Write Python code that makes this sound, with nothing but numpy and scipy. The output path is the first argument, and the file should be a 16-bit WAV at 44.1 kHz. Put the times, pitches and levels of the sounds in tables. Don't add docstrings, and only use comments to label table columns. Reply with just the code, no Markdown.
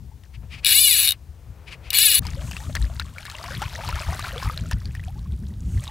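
import sys
import numpy as np
from scipy import signal
from scipy.fft import rfft, irfft, next_fast_len
from scipy.io import wavfile
from scipy.ndimage import uniform_filter1d

SR = 44100
rng = np.random.default_rng(int(sys.argv[2]) if len(sys.argv) > 2 else 0)


def int16_out(signal):
    q = np.round(np.clip(np.atleast_2d(signal).T, -1, 1) * 32767)
    wavfile.write(sys.argv[1], SR, q.astype(np.int16))


N = 260487
TIME = np.arange(N) / SR
TEETH_PER_TURN = 18

# time_s, teeth_per_s
FIRST_RUN = [(0.647, 62), (0.6668, 168), (0.6984, 297), (0.7443, 522), (0.8045, 608), (0.8735, 574),
             (0.9356, 479), (1.0373, 229), (1.1195, 65)]
SECOND_RUN = [(1.9308, 113), (1.9585, 239), (1.9685, 318), (2.0041, 419), (2.0393, 462), (2.1023, 401),
              (2.191, 226)]


def from_db(db):
    return 10 ** (np.asarray(db) / 20)


def rms_one(x):
    return x / np.sqrt(np.mean(x ** 2) + 1e-20)


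def in_time(rows):
    s, *columns = np.transpose(rows)
    return [np.interp(TIME, s, c) for c in columns]


def add(track, start_s, sound):
    i = int(np.clip(start_s * SR, 0, N - 1))
    track[i:i + len(sound)] += sound[:N - i]


def coloured(x, spectrum):
    hz, db = np.transpose(spectrum)
    size = next_fast_len(N)
    f = np.maximum(np.fft.rfftfreq(size, 1 / SR), 1)
    ends = np.minimum(f / hz[0], 1) ** 3 * np.minimum(hz[-1] / f, 1) ** 3
    gain = ends * from_db(np.interp(np.log(f), np.log(hz), db))
    return rms_one(irfft(rfft(x, size) * gain, size)[:N])


def noise(spectrum):
    return coloured(rng.standard_normal(N), spectrum)


def low_cut(x, hz):
    return signal.sosfilt(signal.butter(2, hz, "high", fs=SR, output="sos"), x)


def steadied(x, span_s):
    return x / np.sqrt(uniform_filter1d(x ** 2, max(int(span_s * SR), 2)) + 1e-6)


def resonance(x, hz, width_hz):
    r = np.exp(-np.pi * width_hz / SR)
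    feedback = [1, -2 * r * np.cos(2 * np.pi * hz / SR), r * r]
    return signal.lfilter(np.array([1, 0, -1]) * (1 - r * r) / 2, feedback, x + 1e-18)


def swell(peak_s, half_s):
    return np.exp(-.5 * ((TIME - peak_s) / half_s) ** 2)


def swells(rows):
    return sum(from_db(db) * swell(s, half_s) for s, db, half_s in rows)


def wavering(step_s):
    return np.interp(TIME / step_s, np.arange(SR), rng.standard_normal(SR))


def impulses(times, sizes):
    track, taps = np.zeros(N), np.arange(-8, 9)
    at = np.round(times * SR).astype(int)[:, None] + taps
    clicks = sizes[:, None] * np.sinc(at - times[:, None] * SR) * np.hanning(len(taps))
    np.add.at(track, np.clip(at, 0, N - 1), clicks)
    return track


def wind(flutter_db=-46.5, eddy_db=3.5, gust_half_s=.019, buffet_s=2.83, buffet_hz=56):
    # time_s, level_db
    breeze = [(0, -37.5), (.25, -46.5), (.42, -37.5), (.7, -43.5), (2.17, -44.5), (2.2, -30), (2.48, -31),
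              (2.58, -37), (2.75, -28.5), (3.05, -33), (3.17, -44), (3.4, -43), (3.52, -37.5), (4.4, -34.5),
              (5.1, -31.5), (5.8, -31.5), (5.9, -38)]
    # peak_s, rumble_db, flutter_db
    gusts = [(.39, -33, -45), (1.3, -38, -60), (1.5, -36, -52), (1.87, -35.5, -57), (2.211, -45, -32),
             (3.57, -47, -31.5), (3.66, -31, -56), (3.88, -33, -35.5), (3.95, -24, -43),
             (4.099, -21.5, -33), (4.468, -22.5, -36.5), (4.63, -27, -32), (4.752, -20.5, -33),
             (4.88, -26, -31.5), (5.33, -24, -35), (5.44, -40, -38), (5.689, -22.5, -39),
             (5.769, -18.5, -34.5)]
    # frequency_hz, level_db
    rumble_colour = [(20, -19.5), (35, -13.5), (55, -2), (75, 1), (105, -5.5), (150, -18.5), (220, -44)]
    flutter_colour = [(80, -11.5), (125, 4), (170, -2), (240, -11.5), (340, -21), (500, -31.5), (900, -46)]
    strength_db, = in_time(breeze)
    flutter_level = from_db(flutter_db + 1.29 * (strength_db - strength_db.mean())
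                            + eddy_db * wavering(step_s=.04))
    gust_rumble = swells([(s, db, gust_half_s) for s, db, _ in gusts])
    gust_flutter = swells([(s, db, gust_half_s) for s, _, db in gusts])
    rumble = np.hypot(from_db(strength_db), gust_rumble) * steadied(noise(rumble_colour), .1)
    flutter = np.hypot(flutter_level, gust_flutter) * steadied(noise(flutter_colour), .06)
    buffet = swell(buffet_s, .045) ** 2 * np.sin(2 * np.pi * buffet_hz * (TIME - buffet_s))
    return rumble + flutter + from_db(-13.5) * buffet


def open_air(level_db=-61.5):
    # frequency_hz, level_db
    colour = [(180, -35), (300, -3), (562, -9.5), (907, -9), (1160, -15.5), (6250, -19.5),
              (12300, -23), (15500, -22.5)]
    return from_db(level_db) * noise(colour)


def gurgles(damping=1.86, mean_octaves_per_s=10.2):
    # start_s, level_db, start_hz, length_s
    large_bubbles = [(0.114, -48, 844, 0.025), (2.367, -35, 534, 0.057), (2.543, -44.5, 947, 0.042),
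                     (2.597, -41, 830, .05), (2.695, -30.5, 590, 0.016), (3.161, -34.5, 1410, 0.012),
                     (3.391, -35.5, 904, .015), (3.447, -36.5, 661, 0.076), (3.506, -34, 524, 0.033),
                     (3.786, -29, 645, 0.031), (3.832, -34, 870, 0.036), (4.242, -36, 1004, 0.057),
                     (4.327, -34, 516, 0.04), (4.358, -29, 460, 0.042), (4.454, -31.5, 854, 0.046),
                     (4.717, -26, 940, 0.0079), (5.077, -35, 720, 0.031), (5.156, -45, 825, 0.044),
                     (5.258, -41.5, 1080, 0.012), (5.888, -35, 847, .02)]
    out = np.zeros(N)
    for s, db, hz, length_s in large_bubbles:
        age = np.linspace(0, 1, int(length_s * SR))
        shape = signal.windows.tukey(len(age), .25) * np.exp(-damping * age)
        glide_hz = hz * 2 ** (mean_octaves_per_s * length_s * age ** 2)
        add(out, s, from_db(db) * shape * np.sin(2 * np.pi * np.cumsum(glide_hz) / SR))
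    return out


def bubble(hz, ring_s, rise):
    age = np.arange(int(ring_s * SR) + 2) / (ring_s * SR)
    return np.sin(2 * np.pi * hz * ring_s * (age + rise * age ** 2 / 2)) * np.exp(-np.log(1000) * age)


def drops(rise=.19, ring_cycles=40, slap_s=.0028, slap_top_hz=4500, spatter_s=.026):
    # start_s, level_db, bubble_hz, relative_slap_db
    landings = [(.236, -52, 2880, 9.5), (2.252, -28, 944, -0.5), (2.268, -18, 4900, -8.5),
                (2.512, -29, 2860, 6.5), (2.567, -18.5, 2600, -9.5), (2.7522, -20, 1690, 6),
                (2.825, -22, 3900, -16), (2.899, -33.5, 655, -22), (2.998, -20.5, 1370, 1),
                (2.997, -13, 3900, -20), (3.183, -22.5, 2220, -8), (3.253, -25.5, 1660, 1),
                (3.299, -23, 3940, -2.5), (3.352, -22, 2710, -20), (3.44, -25, 960, -1.5),
                (3.484, -25.5, 1064, -14), (3.619, -18, 815, -4), (3.624, -19, 1326, -7.5),
                (3.889, -18, 950, -1.5), (3.927, -20.5, 1310, -11), (3.956, -24, 1700, 0),
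                (4.125, -25.5, 757, -12), (4.193, -21.5, 1160, -0.5), (4.38, -20.5, 3260, -11),
                (4.427, -20, 1035, -16), (4.498, -17, 1210, -26), (4.576, -17, 3980, -11),
                (4.712, -19, 1710, 1), (4.856, -23.5, 4450, -15), (4.951, -26, 1790, -5),
                (4.996, -29.5, 1890, -19), (5.038, -32, 2430, -8), (5.878, -20, 3680, -15)]
    out, t = np.zeros(N), TIME[:SR // 40]
    soften = signal.butter(1, slap_top_hz, fs=SR, output="sos")
    for s, db, hz, slap_db in landings:
        burst = rng.standard_normal(len(t)) * np.exp(-t / slap_s)
        add(out, s, from_db(db + slap_db) * signal.sosfilt(soften, low_cut(burst, hz=750)))
        add(out, s, from_db(db - 2) * bubble(hz, ring_cycles / hz, rise))
        for late, pitch in rng.random((8, 2)):
            small_hz = 1500 * 4 ** pitch
            spatter = bubble(small_hz, 25 / small_hz, rise)
            add(out, s + spatter_s * late, from_db(db + slap_db - 9) * spatter)
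    return out


def line_rubs():
    # peak_s, level_db, half_length_s
    slips = [(0.351, -48.5, 0.0097), (0.539, -40, 0.019), (0.589, -44.5, 0.0093), (0.644, -40.5, 0.0087),
             (1.128, -42, 0.013), (1.685, -43, 0.011), (1.729, -38, 0.013), (1.869, -47, 0.023),
             (1.94, -29, 0.011)]
    # frequency_hz, level_db
    colour = [(410, -41.5), (700, -15.5), (1250, -11), (1450, -12.5), (2550, 1), (3570, -11), (4820, -12),
              (6200, -21.5), (10500, -26.5), (14000, -38.5)]
    return noise(colour) * swells(slips)


def grip():
    # peak_s, level_db, half_length_s
    rustles = [(.44, -55.5, .014), (.8, -53.5, 0.17), (1.6, -72, 0.035), (1.97, -53.5, 0.39)]
    # frequency_hz, level_db
    colour = [(250, -3.5), (480, -0.5), (750, -3.5), (1300, -8.5), (2500, -15)]
    return noise(colour) * swells(rustles)


def teeth(run, heavy_tooth):
    s, per_s = np.transpose(run)
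    t = np.arange(s[0], s[-1], 1 / SR)
    passed = np.cumsum(np.interp(t, s, per_s)) / SR
    times = np.interp(np.linspace(0, passed[-1], round(passed[-1]) + 1), passed, t)
    turns = (np.arange(len(times)) - heavy_tooth) / TEETH_PER_TURN
    return np.column_stack([times, np.interp(times, s, per_s), turns])


def pawl_force(speed, take_up_share=.041, bright_db_per_octave=2.5):
    # slack_db, spent_db
    pulls = [(4.5, 12.5), (9, 6.5)]
    course = [(run[end][0], share, *pull) for run, pull in zip((FIRST_RUN, SECOND_RUN), pulls)
              for end, share in ((0, 0), (-1, .93))]
    progress, slack_db, spent_db = in_time(course)
    slack = slack_db * np.exp(-progress / take_up_share)
    spent = spent_db * progress ** 3
    frame_db = -.9 - slack - spent
    bright_db = 3.5 + bright_db_per_octave * np.log2(speed / 400) - slack - .37 * spent
    return frame_db, bright_db


def reel_body(contacts, tooth_times, speed, turns, bright_above_hz=6000, wander_db=1.8):
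    # pitch_hz, width_hz, level_db
    modes = [(1661, 180, -8), (2295, 130, -1), (2420, 210, -0.5), (2921, 55, 5), (3353, 87, 0),
             (3640, 160, -4), (3802, 100, 3.5), (3945, 480, 1.5), (4360, 90, 4), (4790, 95, -2.5),
             (5720, 290, -11), (6890, 670, -15), (7400, 300, -14.5), (7930, 180, -6), (9680, 1200, -11),
             (10140, 900, -2.5), (10460, 480, -0.5), (10880, 560, 4.5), (11050, 570, 1.5),
             (11500, 310, -7.5), (12200, 400, -9), (13000, 96, -5), (14200, 320, -13.5), (15270, 530, -7.5),
             (15440, 400, -9.5)]
    frame_db, bright_db = pawl_force(speed)
    edge_hz = np.maximum(2040 - 2.7 * speed, 3.44 * speed)
    out = np.zeros(N)
    for k, (hz, width, db) in enumerate(modes):
        wobble = np.cos(2 * np.pi * (turns + (hz - 10800) / 7000))
        if hz > bright_above_hz:
            force = from_db(bright_db + 3.5 * wobble)
        else:
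            force = from_db(frame_db + 1.5 * wobble) / (1 + (edge_hz / hz) ** 10)
        wander = rms_one(uniform_filter1d(rng.standard_normal(len(tooth_times)), size=7))
        force *= from_db(wander_db * np.interp(TIME, tooth_times, wander))
        out += (-1) ** k * from_db(db) * resonance(contacts * force, hz, width)
    return out


def whine(speed, turns):
    # tooth_rate_multiple, level_db
    harmonics = [(4, -38), (5, -43), (6, -52.5), (7, -34), (8, -41.5), (9, -33)]
    running = sum((TIME > run[0][0]) & (TIME < run[-1][0]) for run in (FIRST_RUN, SECOND_RUN))
    partials = sum(from_db(db) * np.sin(2 * np.pi * k * TEETH_PER_TURN * turns) for k, db in harmonics)
    return running * (speed / 500) ** 2 * partials


def reel(jitter_s=6e-6, uneven_db=1.7, slow_per_s=160, rebound_s=.0008, scrape_s=.0033,
         spring_delay_s=.002023, end_s=2.1935):
    # start_s, relative_db
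    lone_knocks = [(1.9043, -1.5), (1.986, -4)]
    # pitch_hz, width_hz
    rim_modes = [(9660, 50), (12080, 50), (14300, 55)]
    # pitch_hz, width_hz, level_db
    spring_modes = [(3760, 100, 7.5), (4133, 70, -5)]
    runs = np.vstack([teeth(FIRST_RUN, heavy_tooth=16), teeth(SECOND_RUN, heavy_tooth=12)])
    speed, turns = in_time(runs)
    jitter, uneven, scatter = rng.standard_normal((len(runs), 3)).T
    times, per_s = runs[:, 0] + jitter_s * jitter, runs[:, 1]
    sizes = np.sqrt(400 / np.maximum(per_s, slow_per_s)) * from_db(uneven_db * uneven)
    loose = sizes * np.minimum(slow_per_s / per_s, 1) ** 2
    knock_s, knock_db = np.transpose(lone_knocks)
    knocks = impulses(knock_s, from_db(knock_db))
    blows = impulses(times, sizes) + 2 * knocks
    rebounds = impulses(times + rebound_s * (1 + .18 * scatter), loose)
    fade = np.exp(-2 / (scrape_s * SR))
    scrape_power = signal.lfilter([1 - fade], [1, -fade], blows ** 2 + 1e-18)
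    scraping = np.sqrt(scrape_power) * rng.standard_normal(N)
    rattle = from_db(-24) * low_cut(scraping, hz=2200)
    body = reel_body(blows + rebounds + .45 * scraping, runs[:, 0], speed, turns)
    rim = from_db(-6) * sum(resonance(blows, hz, width) for hz, width in rim_modes)
    twang = impulses(times + spring_delay_s, loose * (times < knock_s[0])) + knocks
    spring = sum(from_db(db) * resonance(twang, hz, width) for hz, width, db in spring_modes)
    buzz = low_cut(rattle + body + rim + spring, hz=730)
    break_off = np.clip((end_s - TIME) / .001, 0, 1)
    return (from_db(12) * buzz + whine(speed, turns)) * break_off


def bubble_crowd(low_hz, high_hz, cycles, rise, spread_db, count):
    crowd = np.zeros(N)
    for when, pitch, size, life in rng.random((count, 4)):
        hz = low_hz * (high_hz / low_hz) ** pitch
        level = from_db(-spread_db * np.log(size + .018))
        add(crowd, when * N / SR, level * bubble(hz, cycles * (.5 + life) / hz, rise))
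    return crowd


def stirred_water(spray_db=-54, spray_follows=.61, spurt_db=2.5):
    # time_s, level_db
    stirring = [(2.22, -49.5), (2.37, -50), (3.12, -52.5), (3.51, -40), (4.23, -40.5), (4.33, -38),
                (4.42, -40), (4.79, -55.5), (5.55, -69.5), (5.9, -47)]
    # frequency_hz, level_db
    water_colour = [(180, -41.5), (300, -35), (377, -4.5), (467, -16), (714, -11.5), (1230, 2), (2440, 3),
                    (4390, -0.5), (5800, -5.5), (15000, -13.5)]
    spray_colour = [(2800, -3), (4800, -1.5), (9000, -0.5), (12000, -2), (15500, -10)]
    bubbles = bubble_crowd(520, 6000, cycles=24, rise=.25, spread_db=4.8, count=2600)
    bubbles = steadied(coloured(bubbles, water_colour), .1)
    chirps = steadied(bubble_crowd(480, 1900, cycles=70, rise=.7, spread_db=4, count=420), .2)
    ticks = bubble_crowd(3000, 14500, cycles=15, rise=.1, spread_db=6.2, count=2800)
    spray = coloured(ticks, spray_colour) + from_db(-9) * noise(spray_colour)
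    churn = from_db(-.5) * bubbles + from_db(-5) * chirps + from_db(-7) * noise(water_colour)
    stirring_db, = in_time(stirring)
    spray_level = from_db(spray_db + spray_follows * (stirring_db - stirring_db.mean()))
    spurts = from_db(spurt_db * wavering(step_s=.035)) * (TIME > stirring[0][0])
    return (from_db(stirring_db) * churn + spray_level * spray) * spurts


def fizz(rise_db_per_s=136.5, fade_db_per_s=27):
    # peak_s, level_db
    spells = [(2.471, -47.5), (5.72, -54)]
    # frequency_hz, level_db
    colour = [(3000, -9.5), (5000, -12.5), (6500, -2), (8500, -4.5), (10500, -11.5), (15500, -18)]
    level = sum(from_db(db - np.maximum(rise_db_per_s * (s - TIME), fade_db_per_s * (TIME - s)))
                for s, db in spells)
    return level * noise(colour)


def scene():
    # time_s, left_minus_right_db
    balance = [(0, 7.5), (.7, 6), (2.1, 6), (2.4, 4), (3.3, 4), (5.9, 0.25)]
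    water = drops() + gurgles() + stirred_water() + fizz()
    tackle = reel() + line_rubs() + grip()
    mono = tackle + water + wind() + open_air()
    lean = from_db(in_time(balance)[0])
    return mono * np.array([2 * lean, 2 * np.ones(N)]) / (1 + lean)


def record(dry):
    low_pass = signal.ellip(12, .1, 80, 15750, fs=SR, output="sos")
    return signal.sosfilt(low_pass, np.clip(dry, -1, 1))


dry = scene()
out = record(dry)
int16_out(out)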